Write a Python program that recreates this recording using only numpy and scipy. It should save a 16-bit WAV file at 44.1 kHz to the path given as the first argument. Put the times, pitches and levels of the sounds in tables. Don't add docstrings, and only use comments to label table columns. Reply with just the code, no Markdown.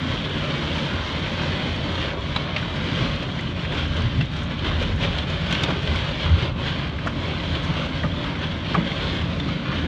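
import sys
import numpy as np
from scipy import signal
from scipy.fft import rfft, irfft, next_fast_len
from scipy.io import wavfile
from scipy.ndimage import uniform_filter1d, map_coordinates

SR = 44100
rng = np.random.default_rng(int(sys.argv[2]) if len(sys.argv) > 2 else 0)


def boost_factor(decibels):
    exponent = np.asarray(decibels, float) / 20
    return 10 ** exponent


def master(y):
    cut = np.clip(np.atleast_2d(y).T, -1, 1)
    pcm = np.round(cut * 32767)
    wavfile.write(sys.argv[1], SR, pcm.astype(np.int16))


N = 435266


def unit(x):
    return x / np.sqrt(np.mean(x ** 2) + 1e-20)


def peak(x):
    return x / np.abs(x).max()


def along(points, hz):
    f, v = np.transpose(points)
    return np.interp(np.log(hz + 1), np.log(f + 1), v)


def wobble(rate):
    return map_coordinates(rng.standard_normal(4000), [np.arange(N) * rate / SR])


def swells(rows):
    t = np.arange(0, N + 64, 64) / SR
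    db = sum(size * np.exp(-0.5 * ((t - s) / width) ** 2) for s, size, width in rows)
    return np.interp(np.arange(N) / SR, t, db)


def filtered(x, response):
    m = next_fast_len(len(x) + min(len(x), SR // 2))
    return irfft(rfft(x, m) * response(np.fft.rfftfreq(m, 1 / SR)), m)[:len(x)]


def coloured(x, colour):
    return unit(filtered(x, lambda hz: boost_factor(along(colour, hz))))


def modes(table):
    def response(f):
        total = 0
        for k, (centre, width, db) in enumerate(table):
            resonance = 1j * f * width / (centre * centre - f * f + 1j * f * width)
            total = total + (-1) ** k * boost_factor(db) * resonance
        return total
    return response


def place(out, s, sound):
    out[round(s * SR):][:len(sound)] += sound


def cabin(x, wet_db):
    # frequency in Hz, time to fall 60 dB in seconds.
    decay = [(300, 0.097), (2000, 0.073), (10000, 0.044)]
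    out, step = np.zeros(N + SR), SR // 8
    edge = np.sin(np.pi / 2 * np.arange(512) / 512)
    fade = np.concatenate([edge, np.ones(step - 512), edge[::-1]])
    for start in range(0, N, step):
        hz, t, z = signal.stft(rng.standard_normal(SR // 8), SR, nperseg=128)
        fall = boost_factor(-60 * t / along(decay, hz)[:, None])
        tail = signal.istft(z * fall, SR, nperseg=128)[1]
        stretch = x[start:][:len(fade)] * fade[:N - start]
        wet = signal.fftconvolve(stretch, tail / np.linalg.norm(tail))
        out[start:start + len(wet)] += wet
    return x + boost_factor(wet_db) * out[:N]


def drops(count, spread_db, clump_db):
    when, size, sign = rng.random((count, 3)).T
    size_db = np.minimum(-spread_db * np.log(1 - size), 14)
    hits = np.bincount((when * N).astype(int), np.sign(sign - 0.5) * boost_factor(size_db), N)
    return unit(hits * boost_factor(clump_db * wobble(35)))


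def burst(length, resonances, crack_db, tones_hz, rough):
    # frequency in Hz, level in dB per Hz.
    snap = [(600, -40), (1500, -9), (3500, -8), (5500, 1.5), (7500, -10.5), (10500, -23), (15200, -35),
            (15600, -90)]
    t = np.arange(SR // 10) / SR
    shape = (1 - np.exp(-t / 0.0017)) * np.exp(-t / length)
    ring, crack = rng.standard_normal((2, len(t))) * shape
    ring = filtered(ring, lambda f: modes(resonances)(f) / (1 + (f / 4500) ** 8))
    clear = shape * sum(np.sin(2 * np.pi * hz * t) for hz in tones_hz)
    crack = filtered(crack * np.exp(-t / 0.012), lambda f: boost_factor(along(snap, f)))
    splash = rough * peak(ring) + (1 - rough) * peak(clear)
    return peak(splash) + boost_factor(crack_db) * peak(crack)


def rain():
    # time in seconds, glass patter in dB.
    pour = [
        (0.0, -33.5),
        (1.64, -32),
        (3.29, -37),
        (4.93, -32.5),
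        (6.58, -33),
        (8.22, -34.5),
        (9.87, -38),
    ]
    # time in seconds, change in dB, width in
    # seconds.
    sheets = [(0.12, 3, 0.027), (0.78, 2.5, 0.058), (1.44, 1.5, 0.08), (2.06, 3, 0.046), (2.58, 3, 0.021),
              (3.0, 5.5, 0.15), (3.16, 1, 0.072), (3.78, 7, 0.044), (3.98, 4, 0.023), (4.38, 4, 0.034),
              (5.04, 7.5, 0.021), (5.18, 2, 0.022), (5.56, 4, 0.07), (5.98, 3, 0.075), (6.24, 5, 0.025),
              (6.42, 3.5, 0.03), (6.68, 5.5, 0.016), (7.54, 2.5, 0.023), (7.81, 2.5, 0.052),
              (8.44, 6, 0.012), (8.72, 3.5, 0.033), (9.04, 6, 0.099), (9.18, 3.5, 0.036), (9.51, 3.5, 0.05),
              (9.68, 0, 0.022), (9.76, 6, 0.063),
              (.36, 1, 0.027), (.53, 1.5, .02), (2.27, -0.5, .025), (3.39, 2, 0.033), (4.52, 3.5, 0.015),
             (4.68, 3.5, 0.028), (4.82, 4.5, 0.012), (5.32, 0.5, .02), (6.84, 1, 0.024), (7.28, 0, 0.03),
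             (7.97, 2, 0.022), (8.26, 3, 0.02), (8.87, 2.5, 0.0096), (9.33, 2.5, 0.016), (2.0, 0.5, 0.092),
             (4.95, -1, 0.11), (6.1, 0, 0.065), (.6, 0.5, .2)]
    # time in seconds, fall in dB, width in seconds.
    lulls = [(2.16, -7, 0.044), (3.54, -4.5, 0.01), (4.12, -0.5, 0.039), (4.28, -3, 0.019),
             (4.42, -5, 0.11), (4.57, -2.5, 0.037), (4.96, -7.5, 0.014), (5.26, -5.5, 0.013),
             (5.8, -2.5, 0.02), (6.545, -9, 0.034), (6.96, -6, 0.08), (7.14, -4, 0.038), (7.9, -4, 0.029),
             (8.12, -3, 0.071), (8.36, -1, 0.034), (8.6, -2.5, 0.032)]
    # time in seconds, change in dB, width in seconds.
    slaps = [(2.14, 4, 0.03), (3.42, -1, 0.19), (4.74, 2, 0.03), (5.7, 5, 0.026), (6.4, 0, 0.066),
             (4.2, -1.5, .08), (7.84, 2.5, 0.065), (9.36, -0.5, 0.11), (9.48, -0.5, 0.022),
             (9.58, -1.5, .06), (.6, 1, 0.092), (1.9, 1, 0.094), (8.06, -1.5, 0.021), (8.78, 3, 0.027)]
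    # time in seconds, change of spray in dB, width in seconds.
    mist = [(.7, 1.5, 0.66), (2.5, -3.5, .05), (3.94, 1.5, 0.027), (4.38, 2.5, 0.031), (4.62, -1.5, 0.045),
            (5.84, 2, 0.053), (6.6, -1.5, 0.28), (7.075, 10.5, .005), (5.9, 0.5, 0.045), (2.95, 2, .05),
            (5.53, 3.5, .015), (5.64, 7, .012), (8.75, 4.5, 0.0087), (7.645, 6, .012), (8.22, 1, 0.054),
            (8.52, -1.5, 0.17), (9.67, -3, 0.13)]
    # frequency in Hz, level in dB per Hz.
    glass_colour = [(1000, -25), (1700, -3.5), (2610, -5), (3210, 1), (4520, -11.5), (5880, -42.5),
                    (9940, -120)]
    # frequency in Hz, level in dB per Hz.
    roof_colour = [(190, -31), (330, 1), (474, -3.5), (551, 2), (762, -8), (1050, -3.5), (1280, -7),
                   (1570, -6.5), (1830, -29), (2000, -13), (2600, -16), (4400, -120)]
    # frequency in Hz, level in dB per Hz.
    spray_colour = [(3500, -47), (4900, 1), (5600, 1), (7000, -7), (8000, -15), (9500, -19.5),
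                    (10500, -28.5), (12000, -29), (15200, -42.5)]

    times, patter_db = np.transpose(pour)
    pour_db = np.interp(np.arange(N) / SR, times, patter_db) + swells(sheets + lulls)
    pour_db = pour_db - 0.18 * wobble(14)
    swing_db = pour_db - pour_db.mean()
    near = unit(cabin(drops(count=35000, spread_db=3, clump_db=0.7), wet_db=-3))

    def layer(colour, far_db):
        return coloured(near + boost_factor(far_db) * rng.standard_normal(N), colour)

    roof_db = -0.5 + 0.64 * swing_db + swells(slaps) + 0.76 * wobble(14)
    spray_db = -21 + 0.91 * swing_db + swells(mist) + 0.55 * wobble(27)
    glass = boost_factor(-0.5 + swing_db) * layer(glass_colour, far_db=0.0)
    roof = boost_factor(roof_db) * layer(roof_colour, far_db=1.5)
    spray = boost_factor(spray_db) * layer(spray_colour, far_db=0.5)
    return boost_factor(pour_db.mean()) * (glass + roof + spray)


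def smacks():
    # start in seconds, peak in dB, centre in Hz, sharp crack in dB relative.
    big_drops = [(1.76, -31, 3150, -14), (4.832, -21.5, 3100, -19), (2.361, -10, 3910, -26),
                 (2.562, -13.5, 2220, -34), (2.626, -19.5, 1490, -28.5), (3.058, -28.5, 3220, -25),
                 (3.65, -21.5, 1584, -28), (3.721, -21, 3310, -22.5), (3.966, -25, 3460, -15.5),
                 (4.019, -23, 2900, -19), (4.209, -15.5, 2700, -34), (4.365, -27.5, 3300, -16),
                 (4.645, -19, 1500, -30), (4.824, -21.5, 2390, -16), (4.998, -34, 3450, -30.5),
                 (5.013, -23, 3640, -27), (5.184, -14.5, 3230, -26), (5.302, -27, 3160, -30),
                 (5.525, -10, 3354, -17), (5.548, -14.5, 3050, -24), (5.634, -10.5, 3630, -15.5),
                 (5.704, -15.5, 3280, -24), (5.873, -15, 3080, -25), (5.957, -21, 2280, -17),
                 (6.667, -28, 2890, -25), (7.294, -21, 2750, -29), (7.55, -18.5, 3110, -26),
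                 (7.628, -30, 1540, -18), (8.916, -20, 2054, -24.5), (9.399, -18.5, 3580, -32)]
    out = np.zeros(N + SR)
    for s, db, hz, crack_db in big_drops:
        pane = [(650, 400, -6), (1200, 600, -18.5), (hz, 750, 1.5), (2600, 4000, -5)]
        place(out, s, boost_factor(db - 1.5) * burst(0.0044, pane, crack_db + 3.5, [hz], rough=0.71))
    return out[:N]


def ticks():
    # start in seconds, peak in dB, centre in Hz.
    small_drops = [(0.0352, -30, 1765), (0.1886, -23, 3330), (1.261, -17, 2260), (1.4004, -23, 2900),
                   (2.219, -25, 3210), (3.3142, -21, 3180), (3.3885, -17.5, 2020), (3.4316, -22, 3260),
                   (3.468, -21.5, 3180), (3.5922, -20, 2980), (4.3215, -27, 1527), (4.5092, -22, 3136),
                   (4.5886, -17.5, 3160), (5.1315, -24.5, 3270), (5.1482, -26, 3170), (5.461, -18.5, 3110),
                   (5.5089, -15, 3365), (6.1802, -24, 2210), (6.581, -23.5, 2610), (6.6064, -29.5, 3280),
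                   (6.986, -18, 1627), (7.1674, -23.5, 2706), (7.9389, -27.5, 2680), (8.113, -23.5, 3450),
                   (8.4125, -21.5, 1610), (8.468, -21.5, 3150), (8.5116, -18, 3170), (8.6932, -27.5, 3080),
                   (8.8723, -18, 3230), (9.6406, -27.5, 2340), (9.68, -19, 3110)]
    out = np.zeros(N + SR)
    for s, db, hz in small_drops:
        pane = [(hz, 500, 0), (3300, 3000, -9)]
        place(out, s, boost_factor(db - 6) * burst(0.0056, pane, -29, [hz], rough=0.71))
    return out[:N]


def knocks():
    # start in seconds, peak in dB, first ring in Hz, second ring in Hz, length in seconds.
    flung = [(2.362, -16.5, 910, 1500, 0.0037), (7.063, -17, 520, 656, 0.0017),
             (7.07, -14.5, 1120, 1610, 0.0056), (8.033, -18.5, 1496, 1883, 0.0035),
             (8.037, -19, 630, 1202, 0.011), (8.743, -15, 1118, 1587, 0.0062),
             (8.747, -13, 778, 1098, 0.0084), (8.753, -20, 420, 812, .01), (9.485, -24, 800, 1244, 0.0081),
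             (8.045, -20.5, 582, 1286, 0.01), (8.059, -24, 450, 1180, .008),
             (8.757, -20.5, 1500, 2300, .006), (8.768, -21.5, 455, 1000, .012),
             (6.257, -21, 1470, 1020, .006)]
    out = np.zeros(N + SR)
    for s, db, first_hz, second_hz, length in flung:
        metal = [(480, 400, -10), (first_hz, 190, 0), (second_hz, 280, 0), (2800, 1600, -20)]
        place(out, s, boost_factor(db) * burst(length, metal, -27.5, [first_hz, second_hz], rough=0.54))
    return out[:N]


def splashes():
    return cabin(smacks() + ticks() + knocks(), wet_db=-10.0)


def sparks():
    # start in seconds, peak in dB.
    fine_drops = [(0.1171, -47), (0.2094, -48.5), (0.2932, -47.5), (0.4155, -50.5), (0.5975, -49),
                  (1.1209, -49), (1.1927, -49), (1.4731, -46.5), (1.6297, -47.5), (1.7536, -48.5),
                  (2.3501, -46), (2.362, -42.5), (2.5626, -56.5), (2.5626, -48), (2.6189, -51),
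                  (3.1567, -45.5), (3.3128, -52.5), (3.699, -53), (3.7305, -46.5), (3.7474, -47),
                  (3.9419, -48), (4.0183, -48.5), (4.2075, -46.5), (4.3221, -48.5), (4.3647, -48.5),
                  (4.6503, -50.5), (4.8155, -45), (4.8299, -40.5), (4.9886, -51.5), (5.1801, -45),
                  (5.2588, -53), (5.2994, -48), (5.5082, -36.5), (5.525, -33.5), (5.6347, -34),
                  (5.7034, -45.5), (5.8717, -44), (6.2572, -45), (6.5794, -54), (6.603, -51.5),
                  (6.6809, -47.5), (6.985, -53.5), (7.0718, -41.5), (7.5582, -49), (7.6442, -46),
                  (7.9009, -51), (8.2442, -51.5), (8.5622, -55), (8.5769, -49), (8.7435, -47),
                  (8.852, -50.5), (8.9308, -47), (8.9825, -51), (9.1247, -49), (9.3808, -55),
                  (9.398, -49.5), (9.5214, -52), (9.5953, -53.5)]
    # frequency in Hz, level in dB per Hz.
    colour = [(3000, -40), (5000, -2.5), (6500, -0.5), (8000, -10.5), (10000, -20), (12000, -28),
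              (15200, -37), (15600, -90)]
    strays = np.abs(drops(count=500, spread_db=4, clump_db=2)) / np.sqrt(N / 500)
    hits = boost_factor(-61) * strays
    for s, db in fine_drops:
        hits[round(s * SR)] += boost_factor(db - 5)
    t = np.arange(SR // 40) / SR
    puff = (1 - np.exp(-t / 0.0006)) * np.exp(-t / 0.0047)
    fizz = coloured(rng.standard_normal(N), colour)
    return signal.fftconvolve(hits, puff)[:N] * fizz


def thuds():
    # start in seconds, peak in dB, pitch in Hz, length in seconds.
    blows = [(2.92, -17, 128, 0.036), (3.008, -10, 131, 0.025), (4.038, -9, 116.5, 0.039),
             (4.169, -9, 125, 0.045), (5.902, -16.5, 81.7, 0.056), (6.3, -7.5, 80.4, 0.06),
             (6.407, -14, 125, 0.042), (7.688, -13, 154, 0.031), (8.042, -11.5, 154.6, 0.032),
             (8.764, -9.5, 170, 0.037), (8.782, -18, 174, 0.022), (9.688, -15.5, 150, 0.016)]
    # start in seconds, peak in dB, pitch in Hz.
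    bumps = [(0.049, -25, 265), (0.499, -26, 258), (0.789, -22, 273), (1.282, -26, 297), (1.575, -21, 313),
             (1.652, -20, 297), (2.26, -23, 247), (2.361, -19, 220), (2.861, -19.5, 286), (3.715, -23, 236),
             (4.811, -16.5, 520), (5.529, -15, 241), (5.635, -21, 317), (5.718, -17.5, 280),
             (5.91, -21, 267), (6.109, -22.5, 550), (7.559, -22, 338), (7.669, -20, 273), (8.04, -21, 242),
             (8.403, -23, 270), (8.745, -18, 250), (8.808, -17, 260), (9.134, -21, 294),
             (9.419, -20.5, 231), (9.46, -19.5, 296), (9.749, -22, 239), (9.836, -19.5, 349)]
    bump_s = 0.016
    out, t = np.zeros(N + SR), np.arange(SR // 5) / SR
    for s, db, hz, length in blows + [(*bump, bump_s) for bump in bumps]:
        phase = 2 * np.pi * hz * t
        swell = np.sin(np.pi * np.clip(t / length, 0, 1)) ** 0.85
        cycles = np.sin(phase) - 0.18 * np.cos(2 * phase) - 0.055 * np.sin(3 * phase)
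        place(out, s, boost_factor(db - 5.5) * swell * cycles)
    return out[:N]


def shaken(force, table):
    def steep(f):
        return modes(table)(f) / (1 + (f / 330) ** 4) / (1 + (36 / (f + 1)) ** 4)
    return unit(filtered(force, steep))


def steadied(x, share):
    power = np.abs(uniform_filter1d(x ** 2, round(0.098 * SR)))
    return unit(x / (power + 0.02) ** (share / 2))


def body():
    # frequency in Hz, width in Hz, level in dB.
    sway_modes = [(44.5, 11, -4), (61.4, 17.3, -4), (81.4, 17.7, 1), (97.2, 17, -5)]
    # frequency in Hz, width in Hz, level in dB.
    boom_modes = [(125, 23, -2.5), (150.9, 14.3, 1.5), (174.1, 12.8, 0)]
    # frequency in Hz, width in Hz, level in dB.
    skin_modes = [(223.7, 31, -1), (292.2, 28.3, -1), (366, 58, -13.5)]
    # time in seconds, change in dB, width in seconds.
    lurches = [(0.24, -5, 0.046), (0.52, -8, 0.044), (0.82, -8, 0.042), (2.16, 2.5, 0.052),
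               (2.56, -3.5, 0.1), (2.9, -6, 0.036), (3.12, 1.5, 0.04), (3.36, -3, 0.21), (4.0, 5.5, 0.18),
               (4.26, 0, 0.05), (4.54, -8, 0.037), (4.86, 6.5, 0.28), (5.92, 5, 0.084), (6.34, 9, 0.064),
               (7.1, 0.5, 0.046), (7.52, 5, 0.043), (8.4, -5.0, 0.056), (8.86, -2.5, 0.15),
               (9.25, 5, 0.061), (9.62, -8, 0.045)]
    # time in seconds, change in dB, width in seconds.
    buffets = [(1.44, 2.5, 0.056), (2.2, -7.5, 0.044), (3.0, 3.5, 0.045), (3.5, 0.5, .08), (4.2, 6, 0.058),
               (5.04, 5.5, 0.046), (5.64, 4, 0.14), (1.95, -2, 0.071), (6.33, 3, 0.093), (6.65, 1.5, 0.21),
               (8.35, 1.5, 0.1), (1.05, -6, .08), (7.14, -4, 0.025), (7.4, -4, 0.023), (7.92, -2, .03),
               (9.48, 2, 0.21)]
    # time in seconds, change in dB, width in seconds.
    drumming = [(.05, 1.5, .03), (.13, 1, .03), (.6, 1.5, 0.31), (1.6, 0, .2), (2.21, -9, .03),
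                (2.48, -4, 0.035), (2.69, -2.5, 0.036), (2.95, 1.5, 0.14), (3.13, -3, .02),
                (3.6, -3.5, 0.099), (4.5, -1.5, 0.13), (4.8, 2.5, 0.046), (5.33, -3, .1), (5.68, -1.5, .07),
                (5.83, -9, .03), (5.91, 2.5, 0.027), (6.05, -6.5, 0.039), (6.37, -5.5, .1), (7.0, -0.5, .2),
                (7.56, 3, 0.044), (7.95, -0.5, .06), (8.11, -2, 0.037), (8.5, 1, 0.1), (8.8, 5.5, 0.037),
                (9.3, 1, 0.12), (9.48, 3, 0.035), (9.79, 4.5, 0.067)]
    sway = steadied(shaken(rng.standard_normal(N), sway_modes), 0.34)
    boom = steadied(shaken(rng.standard_normal(N) * boost_factor(0.66 * wobble(25)), boom_modes), 1.3 * 0.34)
    skins = shaken(rng.standard_normal(N) * boost_factor(1.46 * wobble(30)), skin_modes)
    low = boost_factor(-31 + swells(lurches)) * sway + boost_factor(-30.5 + swells(buffets)) * boom
    return low + boost_factor(-34.5 + swells(drumming)) * skins


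def scene():
    hiss = boost_factor(-94.0) * rng.standard_normal(N)
    return (rain() + splashes() + sparks() + thuds() + body() + hiss)[None]


def low_pass(x):
    return signal.sosfilt(signal.butter(12, 15230, fs=SR, output="sos"), x)


def record(dry):
    close = np.minimum((N - np.arange(N)) / (0.004 * SR), 1)
    return low_pass(dry * close)


dry = scene()
out = record(dry)
master(out)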